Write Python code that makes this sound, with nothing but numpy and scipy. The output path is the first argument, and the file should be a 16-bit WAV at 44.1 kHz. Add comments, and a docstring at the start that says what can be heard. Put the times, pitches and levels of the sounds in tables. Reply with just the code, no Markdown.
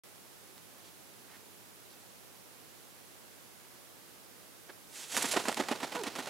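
"""A quiet winter wood, where a black grouse buried in snow stirs, breaks the crust and flies off.
The crust snaps and scrapes, and grains of ice rub together as the loose snow sprays and settles.
Each wingbeat, about 8.5 a second, is a sharp flick of feathers and then a thumping push of air.
The bird clucks once in flight, and the tree trunks echo faintly. Under it all lie distant air
and the soft hiss, hum and whine of electrical equipment."""
import sys
import numpy as np
from scipy import signal
from scipy.fft import rfft, irfft, next_fast_len
from scipy.io import wavfile

SR = 44100
rng = np.random.default_rng(int(sys.argv[2]) if len(sys.argv) > 2 else 0)


def wav_out(sig):
    """Save sig, one row per channel (or a flat mono array), as 16-bit PCM at SR to the path in sys.argv[1]."""
    wavfile.write(sys.argv[1], SR, np.round(np.clip(np.atleast_2d(sig).T, -1, 1) * 32767).astype(np.int16))


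N = 277389
TIME = np.arange(N) / SR


def amp(db):
    """Turn decibels into a number to multiply by."""
    return 10 ** (np.asarray(db) / 20)


def unit(x):
    """Scale x to an average strength (rms) of 1."""
    return x / np.sqrt(np.mean(x ** 2) + 1e-20)


def along(points, hz):
    """Read between the rows of a (frequency, value) table, giving each octave equal room."""
    frequencies, values = np.transpose(points)
    return np.interp(np.log(hz + 1), np.log(frequencies + 1), values)


def filtered(x, response):
    """Turn each frequency in x up or down by response(hz)."""
    size = next_fast_len(N + SR // 2)
    return irfft(rfft(x, size) * response(np.fft.rfftfreq(size, 1 / SR)), size)[..., :N]


def coloured(x, spectrum):
    """Give x the tone colour in a table, at strength 1."""
    return unit(filtered(x, lambda hz: amp(along(spectrum, hz))))


def high_passed(x, edge_hz):
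    """Weaken the bass below edge_hz."""
    return signal.sosfilt(signal.butter(2, edge_hz, "highpass", fs=SR, output="sos"), x)


def grains(per_second, smooth):
    """Tiny random impacts, mixed with some smooth noise."""
    ticks = (rng.random(N) < per_second / SR) * rng.standard_normal(N)
    return unit(unit(ticks) + smooth * rng.standard_normal(N))


def swell(start, rise, length, fall):
    """Loudness that grows until start, holds, then fades; rise and fall are seconds per 20 dB."""
    before = np.maximum(start - TIME, 0) / rise
    after = np.maximum(TIME - start - length, 0) / fall
    return amp(-20 * (before + after).clip(0, 10))


# Tone colour of the quiet wood: (frequency [Hz], relative level [dB])
AIR_COLOUR = [(25, -1.5), (55, -14), (100, -4.5), (190, 0.5), (380, 1.5), (1000, -4), (2500, -8),
              (6000, -9), (10000, -9.5), (14000, -9.5), (16000, -14)]
# How alike the air sounds on the left and right: (frequency [Hz], likeness [0 to 1])
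AIR_LIKENESS = [(100, 0.15), (380, 0.14), (2500, 0.077), (15000, 0.37)]
# Which side the air is louder on: (frequency [Hz], left minus right [dB])
AIR_BALANCE = [(60, -5.5), (240, -2.5), (950, -5), (3770, -4.5), (15000, -1.5)]

def still_air(air_db=-57):
    """Distant air and microphone hiss make a wide, steady hush."""
    shared, spread = filtered(rng.standard_normal((2, N)), lambda hz: amp(along(AIR_COLOUR, hz)))
    # The less alike the two sides are, the more opposite noise they get.
    spread = filtered(spread, lambda hz: np.tan(np.arccos(along(AIR_LIKENESS, hz)) / 2))
    air = amp(air_db) * np.array([shared + spread, shared - spread]) / np.std(shared)
    return filtered(air, lambda hz: amp(np.outer([1, -1], along(AIR_BALANCE, hz)) / 2))


def hum_and_whine(hum_hz=103.1, hum_db=-63, whine_hz=10733, whine_db=-69):
    """A mechanism rocks two microphones in opposite directions, and electronics whine."""
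    hum = np.sin(2 * np.pi * hum_hz * TIME) * np.array([[-.85], [1.15]])
    whine = np.sin(2 * np.pi * whine_hz * TIME)
    return amp(hum_db) * hum + amp(whine_db) * whine


# Hard snaps of crust and quills: (time [s], level [dB])
SNAP_HITS = [(0.5799, -42), (5.1676, -19), (5.485, -22.5), (5.527, -29), (5.5449, -27.5), (5.686, -30.5),
             (6.036, -28), (6.154, -34)]

def snaps():
    """Snow crust and quills give dry cracks, each over in a few thousandths of a second."""
    colour = [(100, -24.5), (500, 1), (1500, 3), (9000, -1.5), (16000, -18)]  # (Hz, dB)
    crack = coloured(rng.standard_normal(N), colour)
    return crack * sum(amp(db) * swell(s, rise=0.00021, length=0.0002, fall=0.0013)
                       for s, db in SNAP_HITS)


# How long the wood echoes: (frequency [Hz], time to fade by 60 dB [s])
ECHO_TIMES = [(200, 0.16), (1500, 0.68), (10000, 0.62)]

def tree_echo(sound):
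    """Sound bounces off many trunks and reaches the left and right differently."""
    hz, age, noise = signal.stft(rng.standard_normal((2, SR // 2)), SR, nperseg=256)
    fade = amp(-60 * age / along(ECHO_TIMES, hz)[:, None])
    _, tail = signal.istft(noise * fade, SR, nperseg=256)
    return signal.fftconvolve(sound[None], tail / np.linalg.norm(tail[0]), axes=1)[:, :N]


# Scuffs and creaks of snow before the flight:
# (time [s], relative level [dB], pitch [Hz], pitch spread [octaves], length [s])
SNOW_SCUFFS = [(0.846, -58.5, 4000, 0.69, 0.045), (1.294, -55.5, 1460, 0.56, 0.0065),
               (1.308, -58, 1300, 1.5, 0.063), (1.356, -51.5, 1920, 0.1, 0.0056),
               (1.905, -61.5, 4200, 0.46, .04), (4.7, -42.5, 650, 1.35, 0.0034)]

def scuffs(gain_db=-3):
    """The stirring bird makes small muffled scrapes, each around its own pitch."""
    out = np.zeros(N)
    for s, db, pitch_hz, octaves, length in SNOW_SCUFFS:
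        band = lambda hz: np.exp(-(np.log2((hz + 1) / pitch_hz) / octaves) ** 2 / 2)
        scrape = unit(filtered(rng.standard_normal(N), band))
        out += amp(db + gain_db) * scrape * swell(s, rise=0.0206, length=length, fall=0.013)
    return out


# The crust heaves, then bursts: (time [s], level [dB], length [s], time to fade by 20 dB [s])
CRUST_HEAVES = [(4.959, -46.5, 0.083, 0.04), (5.127, -39, 0.095, 0.47)]
# Wings and body sweep through the snow: (time [s], level [dB], length [s])
SNOW_SWEEPS = [(5.173, -32, 0.0051), (5.225, -33, 0.0037), (5.255, -41.5, 0.0067), (5.287, -42.5, .008),
               (5.313, -34, 0.016)]
# Tone colour of loose snow: (frequency [Hz], relative level [dB])
SNOW_COLOUR = [(59, -44), (100, -17), (481, -4), (1130, -3.5), (1550, -2), (3320, 1.5), (4770, -0.5),
               (7290, 2), (10500, -2.5), (13500, -12), (16000, -25)]

def snow_spray():
    """Fine ice grains rub as the crust gives way, surge with each sweep of a wing, and settle."""
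    crumble = sum(amp(db) * swell(s, rise=0.066, length=length, fall=settling)
                  for s, db, length, settling in CRUST_HEAVES)
    sweeps = sum(amp(db) * swell(s, rise=0.0028, length=length, fall=0.0066)
                 for s, db, length in SNOW_SWEEPS)
    return (crumble + sweeps) * coloured(grains(per_second=14000, smooth=0.59), SNOW_COLOUR)


# Air streaming through the feathers: (time [s], level [dB])
RUSTLE_LEVELS = [(5.1, -55), (5.16, -45), (5.55, -49.5), (6.29, -48)]
# Tone colour of that rustle: (frequency [Hz], relative level [dB])
RUSTLE_COLOUR = [(59, 4), (100, 4), (676, 5), (1200, 0), (1480, 2), (1680, -1), (4470, -2.5), (10200, -12),
                 (14400, -25.5), (16000, -38)]

def feather_rustle(wake_db=-10, flutter_db=2.5, flutter_hz=110):
    """Passing air rustles the feathers, and each wingbeat stirs them up a little more."""
    stream = amp(np.interp(TIME, *np.transpose(RUSTLE_LEVELS), left=-120))
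    wake = sum(amp(db + wake_db) * swell(s, rise=0.0112, length=length, fall=0.04)
               for s, db, *_, length in wingbeats())
    # Feathers catch and let go unevenly.
    wobble = unit(filtered(rng.standard_normal(N), lambda hz: 1 / (1 + (hz / flutter_hz) ** 4)))
    flutter = unit(amp(flutter_db * wobble))
    return (stream + wake) * flutter * coloured(grains(per_second=5000, smooth=0.43), RUSTLE_COLOUR)


# Tone colour of a moving wing: (frequency [Hz], relative level [dB])
WING_COLOUR = [(47, -55), (80, -44), (212, 0), (461, 4.5), (958, 7), (1140, 2.5), (1370, 2.5), (1630, -2.5),
               (1900, 3), (2080, -2.5), (2600, -2.5), (5770, -13.5), (7360, -13.5), (13100, -24),
               (16000, -43)]

def wing_noise(low_hz, high_hz):
    """Feathers slip over each other: a low push of air, a middle whoosh and a high rasp."""
    noise = coloured(grains(per_second=5000, smooth=0.97), WING_COLOUR)
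    push = filtered(noise, lambda hz: 1 / (1 + (hz / low_hz) ** 6))
    rasp = filtered(noise, lambda hz: 1 - 1 / (1 + (hz / high_hz) ** 4))
    return unit(push), unit(noise - push - rasp), unit(rasp)


# Wingbeats: (downstroke time [s], level [dB], extra thump and push [dB], flick level [dB])
BEATS = [(5.175, -35, 0, -40.5), (5.244, -34, -1.5, -49), (5.366, -27.5, -0.5, -33),
         (5.483, -31, -1.5, -38.5), (5.599, -33, 5.5, -35.5), (5.714, -35, 4.5, -36.5),
         (5.831, -38, -0.5, -42.5), (5.950, -39, 3, -41.5), (6.065, -40.5, -2, -39.5),
         (6.186, -41.5, 2, -41), (6.301, -40.5, 3, -41.5)]

def wingbeats(airborne_s=5.3, first_length_s=0.0068, growth=0.0159):
    """Each beat's row, plus seconds flown and stroke length: strokes lengthen once in the air."""
    for beat in BEATS:
        flown = max(beat[0] - airborne_s, 0)
        yield (*beat, flown, first_length_s + growth * flown)


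def wing_flicks(lead_s=0.0295, fold_pause_s=0.024, fold_db=-11):
    """The wing tips flip over before each downstroke and fold after it, moving little air."""
    push, whoosh, rasp = wing_noise(low_hz=410, high_hz=3180)
    turns = np.zeros(N)
    for s, db, _, flick_db, _, length in wingbeats():
        fold_s = s + length + fold_pause_s
        turns += amp(flick_db) * swell(s - lead_s, rise=0.00026, length=0.0043, fall=0.032)
        turns += amp(db + fold_db) * swell(fold_s, rise=0.0012, length=0.004, fall=0.028)
    return turns * (amp(-8) * push + amp(-1) * whoosh + amp(-5) * rasp)


def downstrokes(thump_hz=265, thump_width_s=0.0033, rasp_db=-11, rasp_db_per_s=7):
    """Each stroke throws one lump of air, then the swirls behind the feathers die away."""
    push, whoosh, rasp = wing_noise(low_hz=403, high_hz=3270)
    out = np.zeros(N)
    for s, db, air_db, _, flown, length in wingbeats():
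        t = TIME - s - length / 3  # the thump peaks a third of the way into the stroke
        bump = np.exp(-(t / thump_width_s) ** 2 / 2)
        thump = bump * np.sin(2 * np.pi * (thump_hz * t + rng.random()))
        air = amp(1.5) * thump + amp(-5) * push * swell(s, rise=0.012, length=length, fall=0.015)
        feathers = whoosh * swell(s, rise=0.0093, length=length, fall=0.018)
        rasp_gain = amp(rasp_db + rasp_db_per_s * flown)  # raspier as the wings get clear of the snow
        feathers += rasp_gain * rasp * swell(s, rise=0.0021, length=length, fall=0.013)
        out += amp(db) * (amp(air_db) * air + feathers)
    return out


# Overtones at 2, 3 and 4 times the cluck's pitch: (starting level against the main note [dB])
CLUCK_OVERTONES = [4.25, 0, -17]

def cluck(start_s=5.968, length_s=0.059, start_db=-42.5, top_hz=492, roughness=0.027):
    """The bird calls one slightly rough note that grows louder while its overtones fade."""
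    age = np.clip(TIME - start_s, 0, length_s)
    pitch_hz = top_hz - 52000 * (age - 0.011) ** 2  # an arch, highest 0.011 s into the note
    waver = unit(filtered(rng.standard_normal(N), lambda hz: hz < top_hz / 2))
    phase = 2 * np.pi * np.cumsum(pitch_hz * (1 + roughness * waver)) / SR
    overtones = sum(amp(db) * np.sin(k * phase) for k, db in enumerate(CLUCK_OVERTONES, 2))
    voice = np.sin(phase) + overtones * amp(-380 * age)
    loudness = amp(start_db + 115 * age) * swell(start_s, rise=0.014, length=length_s, fall=0.0052)
    return voice * loudness


def scene(echo_db=-16, wing_edge_hz=160):
    """The bird is a little to the right, among the trees, over a steady background."""
    bird = downstrokes() + wing_flicks() + snaps() + snow_spray() + feather_rustle() + scuffs() + cluck()
    bird = high_passed(bird, wing_edge_hz)  # its wings are too small to make deep bass
    pan = amp([[-2.2], [2.2]])  # left, right
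    return (bird + amp(echo_db) * tree_echo(bird)) * pan + still_air() + hum_and_whine()


def record(dry, silent_s=0.036, bass_hz=55, top_hz=15850):
    """Open with an instant of silence, and trim the deepest bass and the highest treble."""
    sound = high_passed(dry * (TIME > silent_s), bass_hz)
    return filtered(sound, lambda hz: hz < top_hz)


dry = scene()
out = record(dry)
wav_out(out)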